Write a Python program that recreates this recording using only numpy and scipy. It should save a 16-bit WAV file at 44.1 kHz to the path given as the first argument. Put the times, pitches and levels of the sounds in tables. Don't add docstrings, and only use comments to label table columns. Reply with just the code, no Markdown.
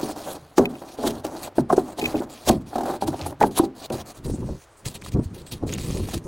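import sys
import numpy as np
from scipy import signal
from scipy.fft import rfft, irfft, next_fast_len
from scipy.io import wavfile
from scipy.ndimage import uniform_filter1d, map_coordinates

SR = 44100
rng = np.random.default_rng(int(sys.argv[2]) if len(sys.argv) > 2 else 0)


def output_pcm(signal):
    pcm = np.clip(np.atleast_2d(signal).T, -1, 1) * 32767
    wavfile.write(sys.argv[1], SR, np.round(pcm).astype(np.int16))


N = 276507

# start_s, end_s, swell_db (start to end), hiss_db, drag_db
BAR_STROKES = [(0.0, 0.12, -3, -38, -31.5), (0.162, 0.36, -0.5, -42, -37), (0.356, 0.558, -7, -61, -50),
               (0.587, 0.654, -2, -48, -25), (0.694, 0.836, -2, -52.5, -40.5), (0.851, 0.954, 3, -48, -42),
               (0.976, 1.114, 9, -43, -37), (1.12, 1.202, -1, -50.5, -37),
               (1.248, 1.278, -12.5, -41, -27.5), (1.284, 1.45, 10, -46.5, -34),
               (1.432, 1.479, -7, -39.5, -44), (1.557, 1.607, 0.5, -42.5, -37),
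               (1.697, 1.738, -8, -47, -40), (1.768, 1.826, -9.5, -42.5, -32.5),
               (1.835, 1.931, 3.5, -50, -37), (1.977, 2.131, 2.5, -42, -33.5),
               (2.14, 2.203, 2.5, -45.5, -30), (2.232, 2.243, 4, -50.5, -35),
               (2.299, 2.438, -4.5, -46.5, -70), (2.511, 2.58, -20.5, -44.5, -48),
               (2.61, 2.618, 0, -57, -47), (2.665, 2.757, 6, -51, -43.5), (2.856, 2.967, -5, -45, -32),
               (3.015, 3.039, -1.5, -38, -49), (3.076, 3.22, -6, -49.5, -35.5),
               (3.223, 3.268, -2, -50, -30.5), (3.296, 3.308, -2, -43.5, -36),
               (3.406, 3.478, -10, -42, -29), (3.513, 3.562, -10, -50.5, -66), (3.621, 3.656, 9, -45, -44),
               (3.755, 3.86, 13, -46.5, -46), (3.924, 4.015, -1.5, -40.5, -34.5),
               (4.06, 4.119, 6, -44, -51), (4.147, 4.187, 3, -50, -61)]
# mode_hz, width_hz, level_db
CAVITY_MODES = [(132.3, 20, -12), (237, 41.5, -0.5), (314.8, 81, -4), (395.2, 20, 1), (567, 64, -9),
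                (698.6, 84, -6.5), (817, 120, -8), (1018, 380, -18.5)]
# freq_hz, density_db
BEAD_COLOUR = [(500, 8.5), (1200, 1.5), (2200, 0.5), (4000, 6.5), (5000, 3), (7500, 2.5), (10300, 0),
               (12000, -4), (16000, -4.5)]
# freq_hz, density_db
PANEL_COLOUR = [(60, -57), (180, -6.5), (300, 2), (480, -4.5), (730, 2), (870, -7.5), (1000, -4.5),
                (1550, -15), (2600, -35)]

STROKE_RISE_S, STROKE_FALL_S, DRAG_FALL_S = 0.024, 0.045, 0.2
PUSH_RISE_S, PUSH_FALL_S = 0.11, 0.11
RESTING_DB = -68


def amp(db):
    return 10 ** (np.asarray(db) / 20)


def unit(x):
    return x / np.sqrt(np.mean(x ** 2) + 1e-20)


def along(points, hz):
    f, v = np.transpose(points)
    return np.interp(np.log(hz + 1), np.log(f), v)


def wobble(rate_hz):
    return map_coordinates(rng.standard_normal(int(N * rate_hz / SR) + 4), [np.arange(N) * rate_hz / SR])


def filtered(x, response):
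    n = x.shape[-1]
    m = next_fast_len(n + 8192)
    return irfft(rfft(x, m) * response(np.fft.rfftfreq(m, 1 / SR)), m)[..., :n]


def coloured(x, spectrum):
    return unit(filtered(x, lambda hz: amp(along(spectrum, hz))))


def resonances(modes, hz):
    total = 0
    for k, (centre, width, db) in enumerate(modes):
        damping = 1j * hz * width
        total = total + (-1) ** k * amp(db) * damping / (centre * centre - hz * hz + damping)
    return total


def grains(rate_hz, spread_db):
    happens = rng.random(N) < rate_hz / SR
    return unit(happens * rng.standard_normal(N) * amp(spread_db * rng.standard_normal(N)))


def fade(t, t60):
    return np.exp(-np.log(1000) * t / t60)


def add(track, s, sound):
    part = track[..., max(round(s * SR), 0):][..., :sound.shape[-1]]
    part += sound[..., :part.shape[-1]]


def moves(rows, rise_s, fall_s):
    power = np.zeros(N)
    for start, end, swell_db, db in rows:
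        t = np.arange(max(start - rise_s, 0), end + fall_s, 1 / SR)
        progress = np.interp(t, [start, end], [-.5, .5])
        edges = fade(np.maximum(start - t, 0), rise_s) * fade(np.maximum(t - end, 0), fall_s)
        add(power, t[0], (amp(db + swell_db * progress) * edges) ** 2)
    return np.sqrt(power)


def patchy(x, depth_db, band_size, time_size):
    z = signal.stft(x, nperseg=256)[2]
    field = rng.standard_normal(z.shape)
    for axis, size in 2 * [(0, band_size), (1, time_size)]:
        field = uniform_filter1d(field, size, axis, mode="wrap")
    return unit(signal.istft(z * amp(depth_db * unit(field)), nperseg=256)[1][:len(x)])


def between_walls(x, t60, echo_db):
    t = np.arange(SR // 30) / SR
    echoes = rng.standard_normal(len(t)) * fade(t, t60)
    return unit(x + amp(echo_db) * unit(signal.fftconvolve(x, echoes)[:N]))


def friction(inside):
    # start_s, end_s, swell_db, hiss_db
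    rubs = [(4.246, 4.262, -1, -41), (4.28, 4.304, 8, -48.5), (4.32, 4.64, 3, -60), (4.857, 4.885, -5, -33),
            (4.9, 4.93, -2, -44.5), (4.943, 4.963, 2, -36.5), (5.04, 5.09, 0, -43), (5.12, 5.14, 4, -43),
            (5.228, 5.255, 1, -50), (5.345, 5.42, -6, -49.5), (5.467, 5.505, -12, -51),
            (5.516, 5.54, -1, -36), (5.55, 5.583, -6, -53.5), (5.67, 5.75, -4, -43.5),
            (5.78, 6.085, -4, -41.3), (6.09, 6.18, 0, -40)]
    strokes = [(start, end, swell, hiss) for start, end, swell, hiss, drag in BAR_STROKES]
    held = amp(RESTING_DB) * (1 - inside / 2)
    return moves(strokes + list(rubs), STROKE_RISE_S, STROKE_FALL_S) + held


def rubbing(inside, pressure, hiss_db=-1, bar_flutter_db=1.3, block_flutter_db=2.0):
    beads = between_walls(grains(9000, spread_db=3.2), t60=.03, echo_db=-8)
    shifting = patchy(beads, depth_db=2.5, band_size=7, time_size=8)
    roar = inside * coloured(grains(2600, spread_db=3.0), PANEL_COLOUR)
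    flutter_db = (bar_flutter_db * inside + block_flutter_db * (1 - inside)) * wobble(120)
    return pressure * amp(hiss_db + flutter_db) * (coloured(shifting, BEAD_COLOUR) + roar)


def drag_force():
    drags = [(start, end, swell, drag) for start, end, swell, hiss, drag in BAR_STROKES]
    return moves(drags, STROKE_RISE_S, DRAG_FALL_S)


def dragging(force, drag_db=-3, judder_db=5.0, ring_db=-7):
    slips = grains(1500, spread_db=0.5) * amp(judder_db * wobble(40))
    panels = coloured(slips, PANEL_COLOUR)
    cavity = unit(filtered(slips, lambda hz: resonances(CAVITY_MODES, hz)))
    return force * (amp(drag_db) * panels + amp(ring_db) * cavity)


def wall_shake(force, shake_db=-1, follow_db=-18, hold_s=0.015):
    # start_s, level_db
    jolt_rows = [(0.385, -47), (1.1, -35), (1.6, -42), (2.06, -36.5), (2.5, -25.5), (2.56, -43),
                 (3.07, -34), (3.23, -33), (3.42, -36.5), (3.935, -36)]
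    # freq_hz, density_db
    wall_colour = [(20, -30), (50, -9.5), (85, -1.5), (160, -4), (300, -68)]
    jolts = moves([(s, s + hold_s, 0, db) for s, db in jolt_rows], rise_s=0.15, fall_s=0.41)
    return (amp(shake_db) * jolts + amp(follow_db) * force) * coloured(rng.standard_normal(N), wall_colour)


def breeze(level_db=-55, gust_db=0.88):
    # freq_hz, density_db
    wind_colour = [(25, -3), (90, 5), (190, -14), (320, -5), (600, -1.5), (1200, -5.5), (2200, -13.5),
                   (5000, -23), (16000, -47)]
    return coloured(rng.standard_normal(N), wind_colour) * amp(gust_db * wobble(2.3) + level_db)


def skids(hiss_db=-2, width=0.17, body_db=-4):
    # peak_s, hiss_db, rise_s and fall_s (30 dB times), band_hz, band_db
    skid_rows = [(0.058, -50, 0.06, 0.071, 5000, -49), (0.333, -50, 0.13, 0.023, 11000, -41),
                 (0.583, -23, 0.021, 0.021, 6150, -29.5), (1.036, -36, 0.042, 0.018, 650, -26),
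                 (1.077, -22, 0.046, 0.026, 3580, -35), (1.250, -30, 0.015, 0.019, 6000, -54),
                 (1.704, -50, 0.012, 0.017, 1000, -18), (1.728, -34, 0.014, 0.039, 8900, -38),
                 (1.996, -29.5, 0.031, 0.021, 3600, -38), (2.493, -14, 0.041, 0.015, 4500, -37),
                 (3.078, -30, 0.02, 0.037, 9250, -41), (3.266, -35.5, 0.018, 0.056, 10500, -35.5),
                 (3.413, -36, 0.013, 0.043, 1660, -28.5), (3.429, -27, 0.014, 0.0066, 2090, -23.5),
                 (3.472, -48, 0.05, 0.032, 10400, -41.5), (3.576, -26, 0.04, 0.06, 3570, -31.5),
                 (3.588, -24, 0.031, 0.012, 10600, -21), (3.902, -35.5, 0.0052, 0.013, 2520, -41),
                 (6.143, -25.5, 0.026, 0.024, 3900, -46)]
    t = np.arange(-SR // 8, SR // 5) / SR
    track = np.zeros(N)
    for s, db, rise, fall, hz, favoured_db in skid_rows:
        beads, patch, panel = rng.standard_normal((3, len(t)))
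        band = unit(filtered(patch, lambda f: 1 / (1 + ((f - hz) / (width * hz)) ** 2)))
        hiss = amp(hiss_db) * coloured(beads, BEAD_COLOUR)
        roar = amp(body_db) * coloured(panel, PANEL_COLOUR)
        swell = fade(np.abs(t), 2 * np.where(t < 0, rise, fall))
        add(track, s + t[0], swell * (amp(db) * (hiss + roar) + amp(favoured_db) * band))
    return track


def boom(struck_hz, favour_db=3.5, scatter=0.07, drift_rad=0.054, build_s=0.0016):
    # freq_hz, t60_s
    cavity_t60 = [(100, 0.79), (280, 0.33), (700, 0.17), (1800, 0.042), (8000, 0.04)]
    t = np.arange(SR // 2) / SR
    tail = np.zeros(len(t))
    for hz, width, db in CAVITY_MODES:
        pitch = hz * np.exp(scatter * rng.standard_normal())
        phase = 2 * np.pi * (pitch * t + rng.random()) + drift_rad * np.cumsum(rng.standard_normal(len(t)))
        level = amp(db - favour_db * abs(np.log2(hz / struck_hz))) * np.sqrt(width)
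        tail += level * np.sin(phase) * fade(t, along(cavity_t60, hz))
    tail = filtered(tail * (1 - np.exp(-t / build_s)), lambda f: 1 / (1 + (f / 1400) ** 6))
    return tail / np.std(tail[:SR // 20])


def blows(table, cycles, crack_db, boom_db, crack_t60, grit_db, contact_reach=3.45):
    # freq_hz, density_db
    scrape_colour = [(30, -26), (150, -6), (260, 7.5), (350, -9), (470, 0.5), (720, 7), (1050, -6),
                     (1500, -0.5), (2200, -22), (5000, -39)]
    track, t = np.zeros(N), np.arange(SR // 2) / SR
    give = 1 - np.exp(-(t / .0016) ** 2)
    for s, db, hz, tail_db in table:
        ring = np.sin(2 * np.pi * hz * t) * fade(t, cycles / hz) * give
        contact = fade(t, crack_t60) * give
        dull = lambda f: 1 / (1 + (f / (contact_reach * hz)) ** 4)
        crack = amp(crack_db) * filtered(coloured(rng.standard_normal(len(t)), scrape_colour), dull)
        grit = amp(grit_db - db / 2) * coloured(rng.standard_normal(len(t)), BEAD_COLOUR)
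        tail = amp(tail_db + boom_db) * boom(hz)
        add(track, s, amp(db) * (ring / np.abs(ring).max() + contact * (crack + grit) + tail))
    return track


def bar_knocks():
    # start_s, ring_peak_db, ring_hz, boom_db (relative)
    knock_rows = [(0.030, -17.5, 332, -3), (0.580, -7.5, 835, -6), (0.581, -3.5, 354, -17),
                  (0.592, -7.5, 390, 0.5), (0.987, -26, 472, 3), (1.036, -15.5, 656, 1),
                  (1.066, -14, 366, -5.5), (1.249, -31, 540, 3), (1.581, -7.5, 338, -11),
                  (1.583, -15, 614, -18), (1.595, -12.5, 246, -13), (1.609, -20.5, 139, -22),
                  (1.701, -11, 743, -6.5), (1.708, -18, 1050, -5), (1.726, -7.5, 694, -20),
                  (1.730, -6.5, 382, -14.5), (1.778, -5, 379, -20), (1.780, -20.5, 770, 2),
                  (1.985, -24.5, 804, 2), (2.026, -22.5, 380, 2.5), (2.142, -14.5, 305, -1.5),
                  (2.204, -17.5, 334, -16), (2.474, -17, 577, -7), (2.495, -8.5, 736, -0.5),
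                  (2.499, -10.5, 224, -4.5), (2.730, -26.5, 764, -9), (3.022, -16.5, 830, -2),
                  (3.081, -13.5, 305, -7), (3.141, -24, 716, -9), (3.262, -21, 846, -5.5),
                  (3.411, -10.5, 895, -6), (3.415, -10, 654, -3), (3.426, -14, 460, -10),
                  (3.436, -3.5, 854, -19), (3.443, -15, 410, -26), (3.575, -21, 1000, -7),
                  (3.592, -10.5, 994, -9.5), (3.597, -4, 327, -17), (3.633, -18, 338, -2),
                  (3.903, -18, 513, -1)]
    return blows(knock_rows, cycles=17.7, crack_db=-8.5, boom_db=-9, crack_t60=0.042, grit_db=-62.0)


def chirps(table, t60, rasp_rad, snap_db, upper_db, upper_ratio=1.38, snap_t60=0.015):
    track, t = np.zeros(N), np.arange(SR // 20) / SR
    for s, db, hz in table:
        phase = 2 * np.pi * (hz * t + rng.random()) + rasp_rad * np.cumsum(rng.standard_normal(len(t)))
        ring = (np.sin(phase) + amp(upper_db) * np.sin(upper_ratio * phase)) * fade(t, t60)
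        snap = amp(snap_db) * rng.standard_normal(len(t)) * fade(t, snap_t60)
        add(track, s, amp(db) * (ring + snap) * (1 - np.exp(-t / 0.00034)))
    return track


def squeaking():
    # start_s, level_db, pitch_hz
    squeak_rows = [(0.581, -13, 1500), (1.582, -25, 1570), (5.062, -26, 1070), (5.725, -25, 6500),
                   (5.737, -18.5, 6820), (5.738, -24, 3360), (5.747, -30, 2750), (5.908, -29, 6400),
                   (6.087, -22, 805)]
    return chirps(squeak_rows, t60=0.018, rasp_rad=0.21, snap_db=-14, upper_db=-18)


def creaking(ring_hz=2550):
    # start_s, level_db
    creak_rows = [(0.655, -13.5), (0.753, -34), (2.015, -20), (2.021, -23), (2.040, -19), (2.044, -19),
                  (2.053, -19), (2.057, -9.5), (2.156, -26)]
    ticks = chirps([(s, db, ring_hz) for s, db in creak_rows],
                   t60=0.022, rasp_rad=0.11, snap_db=-13.5, upper_db=-11.5)
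    return np.array([ticks, np.roll(ticks, 7)])


def crunching(rate_hz=1400, middle_hz=4300, spread=0.37, cycles=8, clump_db=6.0):
    # start_s, end_s, level_db
    crunch_rows = [(1.989, 2.202, -51), (3.138, 3.272, -44.5), (5.011, 5.082, -50), (5.685, 5.975, -45)]
    track, t = np.zeros(N), np.arange(SR // 60) / SR
    for start, end, db in crunch_rows:
        length_s = end - start
        burst = np.zeros(round(length_s * SR))
        for when, pitch, size in rng.random((round(rate_hz * length_s), 3)):
            hz = middle_hz * np.exp(spread * (4 * pitch - 2))
            add(burst, when * length_s, size ** 2 * np.sin(2 * np.pi * hz * t) * fade(t, cycles / hz))
        add(track, start, amp(db) * unit(burst * amp(clump_db * wobble(90.9)[:len(burst)])))
    return track


def chatter(count=8, start_s=2.755, gap_s=.0256, first_db=-16, loss_db=1.96, ring_hz=752):
    slips = [(start_s + k * gap_s, first_db - k * loss_db, ring_hz, -6) for k in range(count)]
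    return blows(slips, cycles=19, crack_db=-10.5, boom_db=-6.0, crack_t60=0.082, grit_db=-27.0)


def push_effort():
    # start_s, end_s, swell_db, level_db
    push_rows = [(4.19, 4.24, -2, -40.5), (4.265, 4.345, 0.5, -25), (4.39, 4.555, 0.5, -28),
                 (4.86, 4.89, 9, -35.5), (4.92, 5.11, 6, -42), (5.15, 5.2, -2, -19), (5.315, 5.49, -9, -41),
                 (5.53, 5.6, -6, -35.5), (5.62, 5.82, 1, -28), (5.85, 6.035, 1.5, -24),
                 (6.05, 6.11, -3, -32), (6.143, 6.175, 1, -27.5), (6.2, 6.27, 7, -35.5)]
    return moves(push_rows, PUSH_RISE_S, PUSH_FALL_S)


def flexing(effort, flex_db=-2.0, lumps_db=1.5):
    # freq_hz, density_db
    block_colour = [(20, -7.5), (55, 1.5), (130, 2), (330, -6), (650, -32), (3000, -80)]
    rumble = coloured(grains(2000, spread_db=0.0), block_colour)
    return effort * amp(flex_db) * unit(rumble * amp(lumps_db * wobble(30)))


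def grinding(effort, grind_db=-11, catch_db=4.5, soft_hz=1000):
    # mode_hz, width_hz, level_db
    block_modes = [(365, 130, 3), (610, 250, -5), (890, 410, -8)]
    slips = grains(900, spread_db=1.5) * amp(catch_db * wobble(50))
    panels = filtered(slips, lambda hz: resonances(block_modes, hz) / (1 + (hz / soft_hz) ** 4))
    return effort * amp(grind_db) * unit(panels)


def sleeve(outside, waver_db=2):
    # start_s, end_s, level_db
    swish_rows = [(4.267, 4.36, -55), (4.39, 4.513, -59.5), (4.59, 4.623, -51.5), (4.773, 4.795, -50.5),
                  (5.468, 5.487, -49), (6.242, 6.27, -55)]
    # freq_hz, density_db
    cloth_colour = [(3000, -17), (6000, 5.5), (7500, 5), (9300, 7), (11500, -12), (16000, -9)]
    wavering = patchy(rng.standard_normal(N), depth_db=4.5, band_size=9, time_size=16)
    swishes = moves([(start, end, 0, db) for start, end, db in swish_rows], STROKE_RISE_S, PUSH_FALL_S)
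    brushing = swishes + amp(RESTING_DB) * outside
    return brushing * amp(waver_db * wobble(35)) * coloured(wavering, cloth_colour)


def block_bumps():
    # start_s, ring_peak_db, ring_hz, boom_db (relative)
    bump_rows = [(4.297, -19.5, 427, -23), (4.343, -19, 236, -16), (4.488, -26, 577, -12),
                 (4.862, -21, 104, -29), (5.147, -19.5, 173, 2), (5.170, -18.5, 360, -22),
                 (5.191, -14, 281, -18), (5.258, -20.5, 85.5, -28), (5.625, -20, 305, 1.5),
                 (5.635, -13.5, 335, -7.5), (6.141, -22, 294, -24)]
    return blows(bump_rows, cycles=7.9, crack_db=-15.5, boom_db=-14.5, crack_t60=0.034, grit_db=-43)


def scene(outside_s=4.17):
    outside = np.clip((np.arange(N) / SR - outside_s) * 20, 0, 1)
    inside = 1 - outside
    pressure, force, effort = friction(inside), drag_force(), push_effort()
    bar = bar_knocks() + chatter() + dragging(force) + wall_shake(force)
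    block = block_bumps() + flexing(effort) + grinding(effort) + sleeve(outside)
    foam = rubbing(inside, pressure) + skids() + crunching() + squeaking()
    return bar + block + foam + creaking() + breeze()


def record(dry, top_hz=15900):
    rounded = dry / (1 + np.abs(dry / .9) ** 6) ** (1 / 6)
    return filtered(rounded, lambda hz: hz < top_hz)


dry = scene()
out = record(dry)
output_pcm(out)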